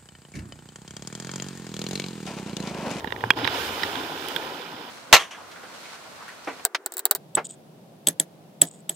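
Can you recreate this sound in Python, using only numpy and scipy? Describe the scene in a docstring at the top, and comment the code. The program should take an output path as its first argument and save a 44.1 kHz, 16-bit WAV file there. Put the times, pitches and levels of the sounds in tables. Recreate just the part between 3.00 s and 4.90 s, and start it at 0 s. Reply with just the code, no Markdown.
"""Flume boat splashdown

A flume boat runs into the water at the foot of a drop, heard from a camera in a plastic case on board.
Water: ringing bubbles and drops over coloured noise, for churn, splash and spray that thins out; a few gulps.
Knocks: bursts of noise ring the modes of the case, mostly on the right; the hardest overloads the microphone.
Hull: a wandering drone, deep noise and decaying sine thumps; a faint hum swells once near the end."""
import sys
import numpy as np
from scipy import signal
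from scipy.fft import rfft, irfft
from scipy.io import wavfile

SR = 44100
rng = np.random.default_rng(int(sys.argv[2]) if len(sys.argv) > 2 else 0)


def put_to_file(sound):
    """Save the sound as 16-bit audio at rate SR, in the file named by the first command-line argument."""
    columns = np.atleast_2d(sound).T  # one column per channel
    safe = np.clip(columns, -1, 1)
    whole_steps = np.round(safe * 32767)
    wavfile.write(sys.argv[1], SR, whole_steps.astype(np.int16))


N = 83790

# water levels: start_s, churn_db, splash_db, spray_db
WATER_LEVELS = [(0, -41.5, -48.5, -57.5), (0.17, -41.5, -49, -56), (0.25, -37, -42, -54.5),
                (0.354, -44, -48.5, -60), (0.372, -29.5, -33, -51.5), (0.46, -34.5, -33, -50.5),
                (0.55, -31, -29.5, -41), (0.66, -34.5, -31, -40), (0.74, -35.5, -34.5, -44),
                (0.83, -34.5, -31.5, -44), (0.95, -33.5, -34, -45.5), (1.15, -37, -36.5, -47.5),
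                (1.3, -38, -35, -45.5), (1.48, -36.5, -37, -49.5), (1.64, -40.5, -40, -53.5),
                (1.9, -40.5, -43, -55)]
# lag of the left side: pitch_hz, lag_rad
LEFT_LAG_CURVE = [(90, 0), (250, 0.24), (520, 0.6), (680, 0.07), (900, 0.1), (1100, 2), (1350, 1.64),
                  (1900, 0.4), (3000, 0)]
# rocking case wall: adds to the water at the left microphone, takes from it at the right
ROCK_HZ, ROCK_WIDTH_HZ, ROCK_SHARE = 1028, 105, 0.97


def water():
    """Churn, splash and spray follow their levels; a rocking wall and a phase lag set the two sides apart."""
    f = np.fft.rfftfreq(N, 1 / SR)
    out = churn() * undb(curve(WATER_LEVELS, axis=1))
    out = out + splash() * undb(curve(WATER_LEVELS, axis=2))
    out = out + spray() * undb(curve(WATER_LEVELS, axis=3))
    left_right_sign = np.array([[1], [-1]])
    rocking = abs(1 + left_right_sign * ROCK_SHARE * resonance(f, ROCK_HZ, ROCK_WIDTH_HZ))
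    lag = np.exp(-1j * over_pitch(LEFT_LAG_CURVE) * np.array([[1], [0]]))
    return irfft(rfft(out) * rocking * lag, N)


# churn colour: pitch_hz, gain_db
CHURN_COLOUR = [(60, -54), (150, -2.5), (210, -9), (270, -4.5), (460, .5), (580, -2.5), (700, -1),
                (830, 3.5), (1000, 2), (1250, -4.5), (1700, -13), (3000, -32)]
CHURN_RIGHT_DB = 0  # right over left


def churn():
    """The bow wave churns: low bubbles ring briefly and rise in pitch over a rush of noise."""
    return stream(CHURN_COLOUR, CHURN_RIGHT_DB, noise_db=9, flicker_db=.8,
                  low_hz=221.5, high_hz=1406, cycles=2.3, spread_db=1.4, glide=0.036, count=1400)


# splash colour: pitch_hz, gain_db
SPLASH_COLOUR = [(700, -23), (1100, 0), (1550, -2), (2100, -2), (3200, 2.5), (4300, -2), (5200, -4.5),
                 (6300, -17), (9000, -33.5), (14000, -40)]
# splash resonances: pitch_hz, width_hz, lift_db
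SPLASH_RESONANCES = [(1490, 154, 4.5), (2340, 98, 2), (3004, 73, 4), (3526, 185, 3.5), (5150, 240, 3.5)]
SPLASH_RIGHT_DB, SPLASH_SPREAD_DB = 9, .8  # right over left; spread of drop sizes


def splash():
    """Sheets of water splash against the boat: mid-pitched rings and noise, lifted at fixed resonances."""
    f = np.fft.rfftfreq(N, 1 / SR)
    sheets = stream(SPLASH_COLOUR, SPLASH_RIGHT_DB, noise_db=4, flicker_db=.4,
                    low_hz=1146, high_hz=6640, cycles=5.2, spread_db=SPLASH_SPREAD_DB, glide=0.046, count=3000)
    lift_db = sum(db * bump(f, hz, width_hz) for hz, width_hz, db in SPLASH_RESONANCES)
    return unit(irfft(rfft(sheets) * undb(lift_db), N))


# spray colour: pitch_hz, gain_db
SPRAY_COLOUR = [(3000, -5), (6000, 5.5), (8000, 1), (10000, 0.5), (12500, 1.5), (14700, 5.5), (16000, -6.5)]
SPRAY_RIGHT_DB, DROP_SPREAD_DB, SPRAY_FLICKER_DB = 6, 1.5, .4  # right over left; drop sizes; hiss


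def spray():
    """Fine spray hisses: short high rings of steady pitch over noise."""
    return stream(SPRAY_COLOUR, SPRAY_RIGHT_DB, noise_db=7.5, flicker_db=SPRAY_FLICKER_DB,
                  low_hz=5560, high_hz=15500, cycles=1.4, spread_db=DROP_SPREAD_DB, glide=0, count=3000)


# likeness of the two sides: pitch_hz, likeness_0_to_1
SIDE_LIKENESS = [(150, .99), (450, 0.97), (600, 0.74), (800, 0.88), (1200, 0.87), (1450, .45), (2400, .5),
                 (4500, 0.093)]


def stream(spectrum, right_db, noise_db, flicker_db, **grain):
    """Grains over a flickering rush; both sides share the lows and hear the highs apart."""
    def layer():
        mix = unit(grains(**grain)) + undb(noise_db) * rng.standard_normal(N)
        return rfft(unit(colour(mix, spectrum)))

    shared, left, right = layer(), layer(), layer()
    like = np.clip(over_pitch(SIDE_LIKENESS), 0, 1)
    both = np.sqrt(like) * shared + np.sqrt(1 - like) * np.array([left, right])
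    return irfft(both, N) * sides(right_db) * undb(flicker_db * walk(17))


def grains(low_hz, high_hz, cycles, spread_db, glide, count):
    """Bubbles or drops: short rings of random time, pitch, size and sign, rising by glide."""
    out = np.zeros(2 * N)
    for when, pitch, size, turn in rng.random((count, 4)):
        hz = low_hz * (high_hz / low_hz) ** pitch
        length = int(min(4 * cycles * SR / hz, N))
        age = np.arange(length) * hz / SR / cycles  # in decay times
        ring = np.exp(-age) * np.sin(2 * np.pi * cycles * age * (1 + glide * age / 2))
        gain = np.sign(turn - .5) * undb(-spread_db * np.log(1 - .98 * size))
        start = int(when * N)
        out[start:start + length] += ring * gain
    return out[:N]


# large single bubbles: start_s, pitch_hz, level_db
GULP_BUBBLES = [(0.376, 800, -27), (0.384, 1270, -29), (1.403, 780, -28), (1.458, 400, -33)]
GULP_CYCLES, GULP_RISE = 3, .04  # cycles to fade by 1 / e; rise of pitch in that time (share)


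def gulps():
    """Large bubbles gulp out of the churn: they ring for a few cycles and rise a little in pitch."""
    t, out = np.arange(N) / SR, np.zeros(N)
    for start_s, hz, db in GULP_BUBBLES:
        age = np.maximum(t - start_s, 0) * hz / GULP_CYCLES  # in decay times
        envelope = (1 - np.exp(-GULP_CYCLES * age)) * np.exp(-age)
        out += undb(db) * envelope * np.sin(2 * np.pi * GULP_CYCLES * age * (1 + GULP_RISE * age / 2))
    return out


# knocks on the case: start_s, level_db (ring energy as if within 10 ms), colour_hz, colour_width_octaves,
# contact_s, three or four pairs of ring_hz, ring_lift_db, then body_db, tick_db (both re ring),
# right_over_left_db
CASE_KNOCKS = [(0.0035, -34.5, 2020, 3.4, 0.0025, 1850, 7.1, 3700, 10, 870, 4, -9, -22, 25),
               (0.0434, -20, 740, 1.66, 0.0031, 855, 10.6, 1840, 11.8, 5100, 17, -13, -29, 21),
               (0.0730, -26, 1510, 1.15, 0.0067, 1780, 9, 3800, 13, 950, 4, 2950, 9, -7, -34, 19),
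               (0.1046, -35, 2140, 0.82, 0.0025, 1850, 9.8, 3770, 11, 2900, 4, -27.5, -26, 21),
               (0.1223, -21, 1460, 1.6, 0.0037, 470, 10.3, 1890, 11, 2920, 7, 3640, 8, -21, -28, 21),
               (0.1616, -31, 1890, 1.1, 0.0023, 1860, 12, 2280, 11, 3700, 6.3, -10, -29, 22),
               (0.2066, -35, 2400, 0.6, 0.0051, 1850, 8, 3280, 8, 3750, 5, -23, -20, 21),
               (0.2383, -13, 840, 0.95, 0.00097, 580, 3, 1680, 6, 880, 3, 2550, 4, -23, -38, 17),
               (0.3040, -3, 1706, 0.74, 0.0033, 2530, 9, 3340, 9, 1580, 4, -23.5, -26, 14.3),
               (0.335, -38, 2600, 0.82, .002, 1850, 11, 3300, 10, 2500, 4, -24, -20, 18),
               (0.388, -28.5, 2180, 0.83, 0.0015, 1850, 8.6, 2970, 8, 1300, 6, -23, -16, 16),
               (0.4448, -20.5, 2960, 0.53, 0.0035, 2960, 14, 3850, 14, 3370, 6, -24, -25, 20),
               (0.4503, -18.5, 1500, 1.26, .0027, 1900, 5, 2190, 4.2, 3800, 6, -18, -36.5, 17),
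               (0.4749, -12, 2040, 1.23, 0.0033, 2380, 4.5, 3870, 8.4, 5200, 6.4, -32, -28, 21.6),
               (0.8329, -17, 3000, 1.9, 0.0043, 1925, 12, 3810, 10, 5150, 11, -25, -27, 16.4),
               (0.954, -27.5, 2980, 0.75, 0.0074, 1520, 9, 3540, 8, 3050, 4, -28, -28, 19),
               (1.2853, -31, 4260, 1.5, 0.0019, 3000, 9, 5100, 10, 3500, 5, -21, -3, 17),
               (1.3620, -19, 3100, 0.8, 0.0027, 1525, 13.4, 3490, 14.7, 3170, 6.8, -22, -15, 20)]
CONTACT_SWELL_POWER, CONTACT_TAIL_DB, CONTACT_TAIL_S = .7, -16, .0045
FAVOUR_WIDTH_HZ, BODY_LOW_HZ, BODY_HZ = 140, 110, 460  # favoured ring; bottom and top of the low body
CASE_ROLLOFF_HZ, CASE_ROLLOFF_POWER = 4860, 3.64


def knocks():
    """Milliseconds of chattering contact ring the case at favoured pitches, with a low body and bright tick."""
    size, lead, level_s = 4096, 256, .01  # samples, samples, s
    out = np.zeros((2, N + size))
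    age, f = (np.arange(size) - lead) / SR, np.fft.rfftfreq(size, 1 / SR)
    rolloff = 1 / np.sqrt(1 + (f / CASE_ROLLOFF_HZ) ** (2 * CASE_ROLLOFF_POWER))
    body_band = f ** 2 / (f ** 2 + BODY_LOW_HZ ** 2) / (1 + (f / BODY_HZ) ** 4)
    tick_band = f ** 2 / (f ** 2 + 8000 ** 2)
    for start_s, db, hz, octaves, contact_s, *rings, body_db, tick_db, right_db in CASE_KNOCKS:
        swell = np.sin(np.pi * np.clip(age / contact_s, 0, 1) ** .75) ** CONTACT_SWELL_POWER
        tail = (age >= 0) * undb(CONTACT_TAIL_DB) * np.exp(-abs(age) / CONTACT_TAIL_S)
        chatter = rfft(rng.standard_normal((3, size)) * (swell + tail))

        # even out the random spectrum of the contact
        strength = unit(abs(chatter[0]))
        even = chatter[0] * causal(1 / np.sqrt(strength ** 2 + .1))

        pairs = zip(rings[::2], rings[1::2])
        favour = undb(sum(lift_db * bump(f, ring_hz, FAVOUR_WIDTH_HZ) for ring_hz, lift_db in pairs))
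        softness = bump(np.log2((f + 1) / hz), 0, octaves) + undb(-59)
        ring = unit(irfft(even * causal(softness * favour * rolloff) * case_response(f)))
        body = unit(irfft(even * causal(body_band)))
        tick = unit(irfft(chatter[1:] * tick_band))

        knock = (ring + undb(tick_db) * tick) * sides(right_db) + undb(body_db) * body
        first = max(int(start_s * SR) - lead, 0)
        out[:, first:first + size] += knock * undb(db) * np.sqrt(level_s * SR / size)
    return out[:, :N]


# modes of the case: pitch_hz, width_hz, left_db, right_db
CASE_MODES = [(490, 190, -20, 7), (874, 86, 11.5, 8), (988, 225, 22, -8), (1594, 240, -31, 6),
              (1860, 470, 3.5, 0.5), (2360, 193, 16.5, -29), (2780, 75, -16, 3.5), (3250, 210, 8, 3),
              (3620, 150, -23, -2), (3830, 110, -20, -7), (5100, 520, 15.5, -27)]
CASE_DIRECT_DB = -7


def case_response(f):
    """Direct sound plus the ringing modes of the plastic case at the left and right microphone."""
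    modes = sum(undb([[left_db], [right_db]]) * resonance(f, hz, width_hz)
                for hz, width_hz, left_db, right_db in CASE_MODES)
    return undb(CASE_DIRECT_DB) + modes


# dull hull thumps: start_s, pitch_hz, level_db, rise_s, decay_s
HULL_THUMPS = [(0.072, 248, -27, 0.0016, 0.0045), (0.226, 114.7, -31.5, 0.03, 0.042),
               (0.268, 228, -26, 0.0019, 0.0042), (0.368, 119, -35.5, 0.011, 0.052),
               (0.363, 329, -28.5, .005, 0.013), (0.414, 285.3, -27, 0.027, 0.012),
               (0.438, 122, -33, 0.0069, 0.015), (0.496, 115, -39, .006, 0.027),
               (0.954, 265, -34.5, 0.016, 0.049)]


def thumps():
    """The hull thumps on the water: sines with a straight rise and an exponential decay."""
    t, out = np.arange(N) / SR, np.zeros(N)
    for start_s, hz, db, rise_s, decay_s in HULL_THUMPS:
        age = np.maximum(t - start_s, 0)
        envelope = np.minimum(age / rise_s, 1) * np.exp(-np.maximum(age - rise_s, 0) / decay_s)
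        out += undb(db) * envelope * np.sin(2 * np.pi * hz * age)
    return out


# hull rumble: start_s, resonance_hz, level_db
HULL_RUMBLE = [(0, 96.2, -51.5), (0.16, 106.4, -45), (0.27, 114.6, -49), (0.345, 117.6, -63),
               (0.40, 108, -50), (0.66, 85.2, -49.5), (0.9, 92, -53.5), (1.2, 90, -60.5), (1.5, 81.5, -59),
               (1.6, 100, -68), (1.9, 107, -60.5)]
RUMBLE_WIDTH_HZ, SUB_DB, SUB_RIGHT_DB = 27.5, -5, -24  # deep noise re drone: both sides, right alone


def rumble():
    """The hull drones along the channel: a narrow band of gliding pitch plus deep noise."""
    deep_points = [(15, -3), (40, -10), (80, 7), (200, 0), (1000, -72)]  # (Hz, dB)
    shared, right = unit(colour(rng.standard_normal((2, N)), deep_points))
    sub = undb(SUB_DB) * shared + undb(SUB_RIGHT_DB) * right * np.array([[0], [1]])
    tone = drone(curve(HULL_RUMBLE, axis=1), RUMBLE_WIDTH_HZ)
    return (tone + sub) * undb(curve(HULL_RUMBLE, axis=2))


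HUM_HZ, HUM_S, HUM_LENGTH_S, HUM_DB = 175, 1.67, 0.065, -53  # pitch, peak time, bell spread, level


def hum():
    """A faint narrow-band hum of the hull swells once near the end."""
    t = np.arange(N) / SR
    swell = np.exp(-((t - HUM_S) / HUM_LENGTH_S) ** 2 / 2)
    return drone(np.full(N, HUM_HZ), 4.7) * undb(HUM_DB) * swell


def drone(hz, width_hz):
    """A tone of wandering strength and phase: a narrow band of noise around a moving pitch."""
    wander = walk(width_hz) + 1j * walk(width_hz)
    return unit(np.real(wander * np.exp(2j * np.pi * np.cumsum(hz) / SR)))


def undb(db):
    """Gain from dB."""
    return 10 ** (np.asarray(db) / 20)


def unit(x):
    """Scale to an RMS of 1."""
    return x / np.sqrt(np.mean(x ** 2) + 1e-18)


def sides(right_db):
    """Gains of the two channels at constant power."""
    return unit(undb([[0], [right_db]]))


def curve(table, axis):
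    """One column of a table, joined by straight lines in time."""
    rows = np.array(table)
    return np.interp(np.arange(N) / SR, rows[:, 0], rows[:, axis])


def over_pitch(points):
    """(Hz, value) points joined on a log-frequency axis."""
    hz, value = np.array(points).T
    return np.interp(np.log(np.fft.rfftfreq(N, 1 / SR) + 1), np.log(hz), value)


def colour(x, points):
    """Shape a sound by (Hz, dB) points."""
    return irfft(rfft(x) * undb(over_pitch(points)), N)


def walk(rate_hz):
    """Smooth chance with a spread of 1."""
    f = np.fft.rfftfreq(N, 1 / SR)
    lowpass = np.exp(-(f / rate_hz) ** 2) * (f > 0)
    return unit(irfft(rfft(rng.standard_normal(N)) * lowpass, N))


def resonance(f, hz, width_hz):
    """Response of one mode, 1 at its centre."""
    return 1j * f * width_hz / (hz ** 2 - f ** 2 + 1j * f * width_hz)


def bump(f, centre, width):
    """A bell curve over frequency."""
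    return np.exp(-((f - centre) / width) ** 2 / 2)


def causal(gain):
    """The minimum-phase response with this gain: it starts at once and rings afterwards."""
    cepstrum = irfft(np.log(gain + 1e-6))
    half = len(cepstrum) // 2
    fold = np.r_[1, np.full(half - 1, 2), 1, np.zeros(half - 1)]
    return np.exp(rfft(cepstrum * fold))


def scene():
    """All sources at the two microphones."""
    return water() + gulps() + knocks() + thumps() + rumble() + hum()


TOP_HZ = 15600


def record(dry):
    """The microphone clips at full scale; a steep low-pass cuts the top."""
    low_pass = signal.ellip(8, .2, 70, TOP_HZ, fs=SR, output="sos")
    return signal.sosfilt(low_pass, np.clip(dry, -1, 1))


dry = scene()
out = record(dry)
put_to_file(out)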